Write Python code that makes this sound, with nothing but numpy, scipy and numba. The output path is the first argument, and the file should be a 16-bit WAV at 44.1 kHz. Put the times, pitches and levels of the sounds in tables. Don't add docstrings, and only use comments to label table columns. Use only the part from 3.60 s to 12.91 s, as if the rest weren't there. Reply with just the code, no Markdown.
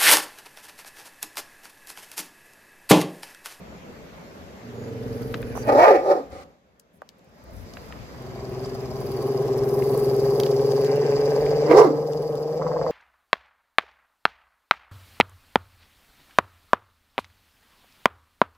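import sys
import numpy as np
from scipy import signal
from scipy.fft import rfft, irfft, next_fast_len
from scipy.io import wavfile
from scipy.ndimage import uniform_filter1d, map_coordinates
from numba import njit

SR = 44100
rng = np.random.default_rng(int(sys.argv[2]) if len(sys.argv) > 2 else 0)


def invert_db(x):
    u = np.asarray(x, float) / 20
    return 10 ** u


def dump(signal):
    limited = np.clip(np.atleast_2d(signal).T, -1, 1)
    pcm = np.round(limited * 32767).astype(np.int16)
    wavfile.write(sys.argv[1], SR, pcm)


N = 410571
T = np.arange(N) / SR

# [f/Hz, level/dB per Hz]
YARD_SPECTRUM = [(47, -39), (80, -11.5), (107, -13.5), (173, -2), (258, -5.5), (302, -10), (360, -8.5),
                 (548, -6.5), (781, -13.5), (2160, -21), (2880, -26), (7130, -33), (8700, -44.5),
                 (13800, -37), (15800, -66)]
WIND_SPECTRUM = [(12, -48), (20, -25), (48, -5.5), (65, -0.5), (168, -15.5), (211, -18), (300, -18.5),
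                 (390, -45), (660, -120)]
# [f/Hz, correlation]
YARD_ALIKE = [(100, 1.0), (2000, 0.12), (8000, 0.1)]
WIND_ALIKE = [(30, 0.55)]
# [t/s, level/dB, half length/s]
GUSTS = [(1.8, 11, .45), (2.76, 15, 0.0754), (3.97, 18, 0.14), (4.223, 10, 0.075), (4.4, 11, 0.057),
         (4.8, 7.5, .3), (5.398, 13, 0.094), (6.3, 6, 0.99), (7.9, 5, 0.19), (8.65, 11, 0.26),
         (9.3, 14, 0.37)]
# [t/s, gain/dB]
CAMERA_GAIN = [(0, -1.5), (1.7, 0), (2.4, -2), (2.7, -7.5), (2.83, -10.5), (2.98, -18.5), (3.29, -19.5),
               (3.78, -10.5), (3.94, -5.5), (4.3, 0), (8.15, 2), (8.32, -11), (8.95, -9.5), (9.31, -5)]
YARD_DB, WIND_DB = -42.5, -52

# [t/s, length/s, f/Hz, level/dB]
BIRD = [(.05, .13, 7000, -69), (1.152, .14, 6900, -64.5)]

# [f/Hz, time to fall 60 dB/s]
PEN_DECAY = [(150, 0.26), (1000, 0.12), (8000, 0.035)]
# [f/Hz, level/dB]
PEN_ECHO = [(150, -20), (500, -15), (1500, 3), (8000, -1)]

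# [t/s, peak level/dB, left over right/dB, f/Hz]
OTHER_CLICKS = [(4.137, -33, -4, 4300), (3.49, -34.5, 3, 4200), (1.7428, -24, -0.5, 3300),
                (3.419, -31, 0, 560), (1.7424, -19, 1, 1450), (3.1976, -40, 6.5, 6100),
                (6.8003, -15.5, -5.5, 3700), (6.8344, -20, 1.5, 3600), (6.8645, -25.5, -8, 3300)]
# [t/s, peak level/dB, left over right/dB]
CHAIN_CLICKS = [(1.6194, -39, -5), (1.741, -21, 2), (1.8282, -28.5, 4), (4.1702, -27, 0),
                (4.3241, -28.5, 0.5), (5.6256, -42.5, -1.5), (6.2228, -27.5, 6), (6.995, -32, -1),
                (7.864, -26, 0.5), (8.114, -35.5, -9)]
WIRE_CLICKS = [(3.5927, -54, -8), (5.0594, -33, -3.5), (6.4577, -37.5, 2), (6.5999, -46.5, 5),
               (6.9157, -30.5, 1), (7.1192, -31, 3.5), (7.2469, -27.5, 4), (8.5335, -32, 8),
               (8.7538, -41.5, 15)]
POST_KNOCKS = [(1.952, -24, -8.5), (1.964, -29, -8), (1.97, -29, -8), (1.976, -19.5, -7.5),
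               (3.419, -27.5, -2), (4.306, -34, -3)]
TEETH_TICKS = [(1.6187, -40, -0.5), (1.8183, -37, -2.0), (1.9535, -40, -2.5), (1.9714, -33, -2.0),
               (2.0712, -35, -2.5), (2.7033, -51, -2.0), (2.8115, -54, -1.0), (3.1961, -42, 3.5),
               (3.3463, -60, -2.5), (3.4905, -46, 1.0), (3.5848, -60, -1.0), (3.6446, -56, 1.5),
               (3.6915, -63, -1.0), (3.7848, -58, 1.5), (3.8387, -48, 2.0), (3.909, -49, 0.5),
               (3.9659, -44, -1.5), (4.137, -46, 2.0), (4.2867, -47, -0.5), (4.6224, -45, 0.5),
               (5.1497, -39, -1.5), (5.4041, -39, 1.0), (5.6256, -35, -2.5), (5.8561, -43, 1.5),
               (5.9773, -35, 2.0), (6.0901, -33, 2.0), (6.1898, -38, 1.5), (6.2921, -35, 0.0),
               (6.3764, -26, -6.5), (6.3999, -28, -6.5), (6.4577, -35, -2.0), (6.564, -31, -6.5),
               (6.5999, -39, 2.0), (6.7486, -38, 0.0), (6.7994, -21, -2.5), (6.8339, -34, -1.0),
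               (6.9052, -36, 2.0), (7.2464, -35, 1.5), (7.3587, -36, 8.5), (7.5078, -40, 7.5),
               (7.8945, -38, 3.0), (8.6218, -43, 9.0), (8.7545, -39, 3.0)]
CHAIN_HZ, WIRE_HZ, POST_HZ, TOOTH_HZ = 1870, 4630, 836, 11600
SPIT_DB, SPIT_GROWS = -58, .3

# [t/s, length/s, f/Hz, width/Hz, level/dB]
SNIFFS = [(1.96, .07, 6050, 500, -49.5), (1.955, .045, 12000, 4000, -56), (1.87, .05, 10800, 500, -62),
          (3.935, .1, 12500, 5000, -62), (2.719, .115, 1190, 250, -53.5), (2.72, .115, 2050, 350, -56),
          (2.72, .115, 4160, 2200, -58), (3.34, .04, 11040, 3000, -71), (3.879, 0.033, 650, 30, -51),
          (8.105, .025, 2330, 120, -38), (8.175, .03, 5400, 900, -33.5)]

# [peak t/s, level/dB, rise/s per 20 dB, fall/s per 20 dB, throat f/Hz]
BARKS = [
    [(2.08, -19, .012, .05, 600), (2.098, -8.5, .025, 0.025, 580), (2.125, -13, .015, .04, 516),
     (2.16, -13, .08, .06, 540), (2.195, -7.5, 0.05, 0.08, 640), (2.245, -7.5, 0.1, .07, 680),
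     (2.284, -6.5, .035, .035, 610), (2.314, -6, .03, .035, 500), (2.352, -11.5, .08, .05, 530),
     (2.39, -24, .05, .2, 520), (2.475, -21, .07, .05, 540), (2.515, -10.5, 0.08, 0.045, 545),
     (2.555, -20, 0.05, 0.09, 530), (2.6, -30, .05, .06, 480), (2.73, -37, 0.015, 0.18, 521),
     (2.81, -44, 0.38, 0.03, 518), (3.898, -52.5, 0.3, 0.3, 621)],
    [(8.113, -9, 0.025, 0.1, 440), (8.14, -10.5, .06, .1, 430), (8.18, -10.5, 0.1, 0.1, 520),
     (8.214, -6, 0.06, 0.035, 440), (8.245, -16, .05, .05, 500), (8.264, -12, 0.03, 0.04, 440),
     (8.295, -19, 0.08, 0.12, 330)],
]
# [t/s, f/Hz, upper jaw gain/dB]
BARK_PITCH = [
    [(2.095, 290, 1), (2.165, 250, -11), (2.21, 340, -1), (2.275, 435, 0), (2.33, 400, -1), (2.39, 280, 1),
     (2.45, 385, -9), (2.56, 390, -12), (2.6, 285, -12)],
    [(8.1, 310, 9), (8.125, 290, 5), (8.15, 390, 0), (8.18, 435, 0), (8.225, 440, -2), (8.26, 370, -4),
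     (8.29, 280, -6), (8.33, 290, -6)],
]
# [f/Hz, level/dB per Hz]
JAWS = [
    [(600, -28), (950, 3), (1200, 8), (1450, -7.5), (1750, -5.5), (2050, -6), (2400, -11), (2800, -19),
     (3300, -22), (5000, -63)],
    [(600, -12), (950, 7), (1200, -1), (1450, -11.5), (1750, -19.5), (2050, -15.5), (2400, -31),
     (2800, -25), (3300, -41), (5000, -57.5)],
]
# [f/Hz, level/dB per Hz]
SNARL = [(1940, -44.5), (3300, -11.5), (4000, -3.5), (5450, -2.5), (6600, -12.5), (7290, -10.5),
         (8540, -23.5), (10200, -16), (12100, -15), (16000, -25)]
THROAT_REST_HZ = [559, 419]
HISS_DB_PER_HZ = [0.0259, 0.0432]
LINE_LIFT_DB = [-1, 8]
PEAK_DB = -9
JAWS_DB, HISS_DB, LINE_DB = -13.5, -32.5, -13
HISS_KEEPS, LINE_KEEPS = 0.23, .6
JAWS_DB_PER_HZ, JAWS_KEEP = 0.04, .12
GAPE_HZ = 1500

# [t/s, pitch f/Hz, effort level/dB, airflow level/dB, lips open 0-1]
GROWLS = [
    [(1.05, 116, -50, -79, .5), (1.17, 117.1, -42, -71, .5), (1.55, 120.9, -36, -60.5, 0.5),
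     (1.92, 123.1, -39, -55.5, 1), (2.2, 121.3, -37.5, -52, .9)],
    [(4.5, 124, -61, -60, 0.4), (4.62, 125, -44.5, -63.5, 0.3), (4.94, 128, -33.5, -57, 0.8),
     (5.35, 131, -34.5, -53.5, 0.46), (5.7, 132, -24.5, -52.5, 0.65), (6.4, 133, -21.5, -51, 0.5),
     (7.05, 138, -20.5, -48, 0.6), (7.28, 139.5, -20, -47, 1), (8.08, 148, -19, -48, 0.87)],
    [(8.36, 149, -23.5, -55, 0.35), (8.8, 150.5, -25.5, -55, 0.1), (9.31, 160, -22.5, -54, .4)],
]
# [t/s, throbs per s]
FLUTTER = [
    [(1.1, 24.35), (1.42, 20.09), (1.73, 20.57), (2.05, 18.8)],
    [(4.55, 23.58), (5.23, 18.21), (5.57, 20.08), (5.91, 18.44), (6.25, 20.2), (6.59, 19.01), (7.6, 20.55),
     (7.94, 19.44), (9.3, 20.05)],
]
FLUTTER_START = (.87, .5)
# [throat over pitch, second band over pitch, second band level/dB, chest level/dB,
# mouth level/dB, earlier start of breath/s]
POSTURE = [
    (3.7, 1.93, 0, -28.5, -44, 0.055),
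    (3.011, 2.0, -4.5, -30.5, -34.5, 0.59),
]
CLEAR = [.1, .3]
NOSTRILS_SHUT_S = [1.7, 12]
# [f/Hz, width/Hz, level/dB]
NOSE = [(4580, 820, 1.5), (5250, 910, 3), (5956, 230, 4), (7600, 460, -8)]
TEETH = [(9200, 900, -4.5), (9980, 1300, -0.5), (11700, 1700, 5), (13400, 660, 0.5), (14920, 2200, -10.5)]
MOUTH = [(630, 90, 5), (771, 156, -3.5), (1010, 110, -7.5), (1302, 150, -27.5)]
LIPS = [(1426, 87, 8), (2050, 920, 3.5), (2740, 240, 9.5), (2800, 210, -8)]
SLACK_LIPS = [(774, 300, -7), (1060, 280, -3.5), (2100, 200, -22)]
FULL_DB, LOOSE_HZ = -22, 131
CHEST_GROWS, MOUTH_GROWS = 0.61, 0.57
SQUEEZE_DB_PER_HZ = 0.13
LOOSE_THROB, TIGHTEN_PER_HZ, TIGHT_THROB = 0.45, 0.022, 0.14
THROAT_RISE_PER_HZ = .008
UPPER_RATIO, UPPER_DB, UPPER_DB_PER_HZ = 1.2, -11, .5
LIPS_SHUT_DB, LIPS_SPAN_DB = -38.5, 37.5
TEETH_DB, TEETH_LOOSE_DB, TEETH_GROWS = -15, 27, .35
GAP_SHUT_DB, GAP_OPEN_DB = 6.5, -10
SHUT_DB = -8
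RATTLE_S, RATTLE_THROB = 9.0, .18


def unit(x):
    return x / np.sqrt(np.mean(x ** 2) + 1e-20)


def even(x, seconds):
    return x / np.sqrt(abs(uniform_filter1d(x * x, int(seconds * SR))) + 1e-12)


def along(points, hz):
    f, v = np.transpose(points)
    return np.interp(np.log(hz + 1), np.log(f + 1), v)


def curves(rows):
    s, *columns = np.transpose(rows)
    return [np.interp(T, s, column) for column in columns]


def gate(start, end, rise, fall):
    return np.clip(np.minimum((T - start) / rise, (end - T) / fall) + 1, 0, 1)


def wobble(rate):
    return map_coordinates(rng.standard_normal(int(N * rate / SR) + 4), [T * rate])


def filtered(x, response):
    m = next_fast_len(N + 8192)
    return irfft(rfft(x, m) * response(np.fft.rfftfreq(m, 1 / SR)), m)[..., :N]


def lowpass(x, hz, order):
    return filtered(x, lambda f: 1 / (1 + (f / hz) ** order))


def modes(table):
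    def response(f):
        total = 0
        for k, (centre, width, db) in enumerate(table):
            ring = 1j * f * width / (centre * centre - f * f + 1j * f * width)
            total = total + (-1) ** k * invert_db(db) * ring
        return total
    return response


@njit
def resonate(x, turn, radius):
    y = np.zeros(len(x))
    for i in range(2, len(x)):
        y[i] = x[i] - x[i - 2] + 2 * radius * np.cos(turn[i]) * y[i - 1] - radius * radius * y[i - 2]
    return y


def cavity(x, hz, width_hz):
    return resonate(x, 2 * np.pi * hz / SR, np.exp(-np.pi * width_hz / SR))


def two_cavities(x, hz, width_hz, second_width_hz):
    return cavity(cavity(x, hz, width_hz), hz, second_width_hz)


def arrival(lag):
    return lambda f: np.exp(np.outer([1, -1], 1j * np.pi * f * lag / SR * f ** 2 / (f ** 2 + 900 ** 2)))


def panned(db):
    return invert_db(np.array([[.5], [-.5]]) * db)


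def placed(x, lag, pan_db, wet_db):
    hz, t, z = signal.stft(rng.standard_normal((2, SR // 4)), SR, nperseg=256)
    tail = signal.istft(z * invert_db(-60 * t / along(PEN_DECAY, hz)[:, None]), SR, nperseg=256)[1]
    wet = signal.fftconvolve(x[None], tail / np.linalg.norm(tail[0]), axes=1)[:, :N]
    wet = filtered(wet, lambda f: invert_db(wet_db + along(PEN_ECHO, f)))
    return (filtered(x, arrival(lag)) + wet) * panned(pan_db)


def rush(spectrum, alike, patchy_db):
    z = signal.stft(rng.standard_normal((2, N)), nperseg=512)[2]
    patches = uniform_filter1d(uniform_filter1d(rng.standard_normal(z.shape[1:]), 6, 0), 10, 1)
    pair = signal.istft(z * invert_db(patchy_db * unit(patches)), nperseg=512)[1][:, :N]

    def shape(f):
        turn = np.arccos(np.clip(along(alike, f), -1, 1)) / 2
        return invert_db(along(spectrum, f)) * [np.cos(turn), np.sin(turn)]
    mid, side = filtered(pair, shape)
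    return unit(np.array([mid + side, mid - side]))


def yard():
    gain_db = curves(CAMERA_GAIN)[0]
    gust_db = sum(db * np.exp(-((T - s) / half) ** 2) for s, db, half in GUSTS)
    lumps = invert_db(1.9 * np.array([wobble(9.4), wobble(16)]) + np.array([[3], [-3]]))
    far = filtered(rush(YARD_SPECTRUM, YARD_ALIKE, patchy_db=1.5), arrival(22))
    wind = unit(lumps * rush(WIND_SPECTRUM, WIND_ALIKE, patchy_db=1.5))
    return invert_db(YARD_DB + gain_db) * far + invert_db(WIND_DB + gain_db + gust_db) * wind


def bird():
    out = np.zeros(N)
    for s, length, hz, db in BIRD:
        tone = np.sin(2 * np.pi * np.cumsum(hz * (1 + 0.0037 * wobble(60))) / SR)
        out += invert_db(db + 2.5 * wobble(50)) * gate(s, s + length, .02, 0.025) * tone
    return out


def clicks():
    out, t = np.zeros((2, N + SR)), np.arange(2048) / SR
    f = np.fft.rfftfreq(len(t), 1 / SR)
    contacts = list(OTHER_CLICKS)
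    for rows, hz in [(CHAIN_CLICKS, CHAIN_HZ), (WIRE_CLICKS, WIRE_HZ), (POST_KNOCKS, POST_HZ), (TEETH_TICKS, TOOTH_HZ)]:
        contacts += [(*row, hz) for row in rows]
    for s, db, pan_db, hz in contacts:
        noise = rng.standard_normal((3, len(t)))
        fade = invert_db(-60 * t / .011) + invert_db(-17 - 60 * t / .09)
        blow = fade * (noise[0] + .8 * noise[1:])
        body = irfft(rfft(blow) * modes([(hz, 1.3 * hz, 0)])(f) ** 2 / (1 + (f / (1.94 * hz)) ** 6))
        spit = irfft(rfft(invert_db(-60 * t / 0.024) * noise[1:]) * modes([(12000, 6000, 0)])(f) ** 2)
        treble_db = SPIT_DB + SPIT_GROWS * (db + 29.5) - db
        both = body / abs(body).max() + invert_db(treble_db) * spit / abs(spit).max()
        both = both * np.cos(np.pi / 2 * t / t[-1])
        out[:, round(s * SR):][:, :len(t)] += invert_db(db) * panned(pan_db) * both
    return out[:, :N]


def sniffs():
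    out = np.zeros((2, N))
    for s, length, hz, width_hz, db in SNIFFS:
        ports = rng.standard_normal((2, N))
        puff_air = unit(np.array([cavity(port, hz + 0 * T, width_hz) for port in ports]))
        out += invert_db(db) * gate(s, s + length, .015, .01) * puff_air
    return out


def folds(cycles, jitter, scatter_db, sub_db):
    at = np.flatnonzero(np.diff(np.floor(cycles)))
    chance = rng.standard_normal((len(at), 2))
    at = np.clip(at + chance[:, 0] * jitter[at] / np.gradient(cycles)[at], 0, N - 1).astype(int)
    strength_db = scatter_db * chance[:, 1] + sub_db * (-1) ** np.arange(len(at))
    pulses = np.bincount(at, invert_db(strength_db), N)
    return unit(pulses - pulses.mean())


def bark(dog, lag, pan_db, wet_db):
    bursts, rest_hz = BARKS[dog], THROAT_REST_HZ[dog]
    power = 0
    for s, db, rise, fall, _ in bursts:
        drop = np.minimum(np.maximum((s - T) / rise, (T - s) / fall), 9)
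        power = power + invert_db(db - 20 * drop) ** 2
    level = np.sqrt(power)
    strain = np.clip(uniform_filter1d(level, int(.05 * SR)) / invert_db(PEAK_DB), 1e-3, 1.2)
    slack_db = np.clip(-20 * np.log10(strain), 0, 35)
    pitch, gape_db = curves(BARK_PITCH[dog])
    cycles = np.cumsum(pitch * (1 + .03 * wobble(60))) / SR
    gush = 1 + 0.57 * np.cos(2 * np.pi * cycles)
    source = folds(cycles, jitter=0.12 + 0 * T, scatter_db=3.5, sub_db=1.0)
    source = source + 1.1 * unit(rng.standard_normal(N) * gush)

    throat_hz = curves([(row[0], row[4]) for row in bursts])[0]
    opened_hz = throat_hz - rest_hz
    jaws_db = JAWS_DB + JAWS_DB_PER_HZ * opened_hz + JAWS_KEEP * slack_db
    hiss_db = HISS_DB + HISS_DB_PER_HZ[dog] * opened_hz + HISS_KEEPS * slack_db
    line_db = LINE_DB + LINE_LIFT_DB[dog] + LINE_KEEPS * np.minimum(slack_db, 43 - slack_db)

    def band(hz, width_hz):
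        return even(two_cavities(source, hz, width_hz, 2 * width_hz), 0.1)
    low = band(throat_hz, 110) + .6 * band(1.38 * throat_hz, 110) + 0.4 * band(0.816 * throat_hz, 81)
    voice = even(even(low, 0.032) + invert_db(line_db) * band(pitch, 50), .025)
    voice = lowpass(voice, 1050, 6)
    jaw = even(filtered(source, lambda f: invert_db(along(JAWS[dog], f))), 0.13)
    high = filtered(jaw, lambda f: 1 - 1 / (1 + (f / GAPE_HZ) ** 8))
    voice += invert_db(jaws_db) * (jaw + (invert_db(gape_db) - 1) * high)
    air = rng.standard_normal((3, N))
    air = (0.53 * air[0] + air[1:]) * gush
    hiss = invert_db(hiss_db) * unit(filtered(air, lambda f: invert_db(along(SNARL, f))))
    effort = level * invert_db(1.3 * wobble(80))
    voice = filtered(effort * voice, lambda f: f ** 4 / (f ** 4 + 190 ** 4))
    return placed(voice, lag, pan_db, wet_db) + filtered(effort * hiss, arrival(lag))


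def swell(throb, share, late):
    return 1 + np.clip(share, 0, 1) * np.cos(throb - late)


def puff(throb, late, sharp):
    return np.exp(sharp * (np.cos(throb - late) - 1))


def nose_breath(air, throb):
    nose = air * invert_db(1.6 * wobble(40)) * (1 + 0.49 * puff(throb, 1.1, 4.5) * invert_db(4.5 * wobble(10)))
    nostril_hz = 4820 + 110 * wobble(6.5)
    chirp = 0.7 + 1.5 * puff(throb, 1.8, 5.5)
    whistle = np.array([cavity(port, nostril_hz, 200) for port in nose * chirp])
    return unit(filtered(nose, modes(NOSE))) + 0.97 * unit(whistle)


def teeth_breath(air, throb, depth, opening):
    teeth = air * invert_db(1.4 * wobble(76) + 1.4 * wobble(5.4))
    teeth = teeth * (1 + 1.9 * depth * puff(throb, 1.1, 6) * invert_db(3 * wobble(15)))
    gap_db = GAP_SHUT_DB + (GAP_OPEN_DB - GAP_SHUT_DB) * opening + 2.5 * wobble(4)
    gap = invert_db(gap_db) * filtered(teeth, modes(TEETH[2:3]))
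    others = invert_db(1.8 * wobble(7)) * filtered(teeth, modes(TEETH[:2] + TEETH[3:]))
    return unit(gap + others)


def throat_voice(source, rasp, cycles, throb, depth, throat_hz, tight, clear):
    main = even(two_cavities(source, throat_hz, 55, 115), .045)
    overtone = clear * swell(throb, .8, 5.4) * np.cos(6 * np.pi * cycles)
    main = swell(throb, depth, 5.35) * even(main + overtone, .035)
    main = lowpass(main, 750, 6)
    upper_hz = UPPER_RATIO * throat_hz
    upper = cavity(source + rasp, upper_hz * (1 + .03 * wobble(8)), 90)
    upper = even(cavity(upper, upper_hz, 160), .2)
    upper_db = UPPER_DB + UPPER_DB_PER_HZ * np.minimum(tight, 9)
    return even(main + invert_db(upper_db) * swell(throb, .6, 3.4) * upper, 0.13)


def mouth_voice(source, rasp, throb, rattle):
    def steep(f):
        return f ** 2 / (f + 500 / 1j) ** 2 / (1 + (f / 1300) ** 12)
    mouth = filtered(source + 1.2 * rasp, lambda f: modes(MOUTH)(f) * steep(f))
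    slap = filtered(source + rasp, lambda f: modes(SLACK_LIPS)(f) / (1 + (f / 2500) ** 8))
    slap = rattle * puff(throb, .1, 3.1) * unit(slap)
    return even(swell(throb, 0.22, 2.2) * mouth, 0.58) + 2.54 * slap


def growl(rows, which):
    hz, throat_db, nose_db, opening = curves(rows)
    throat_ratio, second_ratio, second_db, chest_db, mouth_db, lead_s = POSTURE[which]
    flutter = FLUTTER[which]
    tight = np.maximum(hz - LOOSE_HZ, 0)
    rattle = gate(RATTLE_S, N / SR, 0.028, 1)
    loose_depth = np.maximum(LOOSE_THROB - TIGHTEN_PER_HZ * tight, TIGHT_THROB)
    depth = loose_depth + RATTLE_THROB * rattle
    throat_hz = (throat_ratio + THROAT_RISE_PER_HZ * tight) * hz
    extra_db, squeeze_db = throat_db - FULL_DB, SQUEEZE_DB_PER_HZ * tight
    chest_db = chest_db + CHEST_GROWS * extra_db - squeeze_db
    mouth_db = mouth_db + MOUTH_GROWS * extra_db - squeeze_db
    lips_db = nose_db + LIPS_SHUT_DB + LIPS_SPAN_DB * opening
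    teeth_db = nose_db + TEETH_DB + TEETH_LOOSE_DB * loose_depth
    teeth_db = teeth_db + TEETH_GROWS * (np.maximum(throat_db, -40) - FULL_DB)

    throb_rate = curves(flutter)[0] * (T >= flutter[0][0])
    throb = 2 * np.pi * (FLUTTER_START[which] + np.cumsum(throb_rate) / SR)
    cycles = np.cumsum(hz * (1 + .02 * wobble(30) + .015 * np.cos(2 * throb + 2.2))) / SR
    jitter = 0.043 + 0.063 * depth - .03 * np.cos(throb)
    rasp = unit(rng.standard_normal(N) * (1 + np.cos(2 * np.pi * cycles)) ** 2)
    source = folds(cycles, jitter, scatter_db=2.0, sub_db=2.0) + 0.42 * rasp

    chest = np.sin(2 * np.pi * cycles) + 0.15 * unit(cavity(rasp, 1.4 * hz, 79))
    chest = swell(throb, 0.46 + 0.75 * depth, 0) * invert_db(1.6 * wobble(25)) * chest
    second = swell(throb, 0.41, 5.2) * two_cavities(source, second_ratio * hz, 70, 130)
    lips = filtered(.4 * source + rasp, lambda f: modes(LIPS)(f) / (1 + (f / 3100) ** 8))
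    voice = invert_db(chest_db) * (even(chest, 0.57) + invert_db(second_db) * even(second, 0.18))
    voice += invert_db(throat_db) * throat_voice(source, rasp, cycles, throb, depth, throat_hz, tight, CLEAR[which])
    voice += invert_db(mouth_db) * mouth_voice(source, rasp, throb, rattle)
    voice += invert_db(lips_db) * even(swell(throb, 0.2, 1.7) * lips, 0.33)

    air = rng.standard_normal((2, 3, N))
    air = 1.1 * air[:, :1] + air[:, 1:]
    air = air * (1 + .3 * np.cos(2 * np.pi * cycles))
    muffled_db = SHUT_DB * gate(NOSTRILS_SHUT_S[which], N / SR, .05, 1)
    breath = invert_db(nose_db - 1.0 + muffled_db) * nose_breath(air[0], throb)
    breath += invert_db(teeth_db + 6 - 5.5 * rattle) * teeth_breath(air[1], throb, loose_depth, opening)
    start, end = rows[0][0], rows[-1][0]
    return voice * gate(start, end, 0.043, .06), breath * gate(start - lead_s + 0.24, end, .5, .06)


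def scene():
    background = yard() + bird()
    details = clicks() + sniffs()
    barks = bark(0, lag=23, pan_db=-1.5, wet_db=-4) + bark(1, lag=-1, pan_db=-3.0, wet_db=-0.5)
    first, first_breath = growl(GROWLS[0], 0)
    long, long_breath = growl(GROWLS[1] + GROWLS[2], 1)
    growls = placed(first, lag=28, pan_db=-2.0, wet_db=1) + placed(long, lag=6.024, pan_db=0.2, wet_db=-2.5)
    breath = filtered(first_breath, arrival(21)) + filtered(long_breath, arrival(5.64))
    return background + details + barks + growls + breath


def low_pass(x):
    return signal.sosfilt(signal.butter(12, 16340, fs=SR, output="sos"), x)


def record(dry):
    clipped = dry / (1 + abs(dry) ** 8) ** (1 / 8)
    mix = filtered(clipped, lambda f: f < 15900)
    return low_pass(mix)


dry = scene()
out = record(dry)
dump(out)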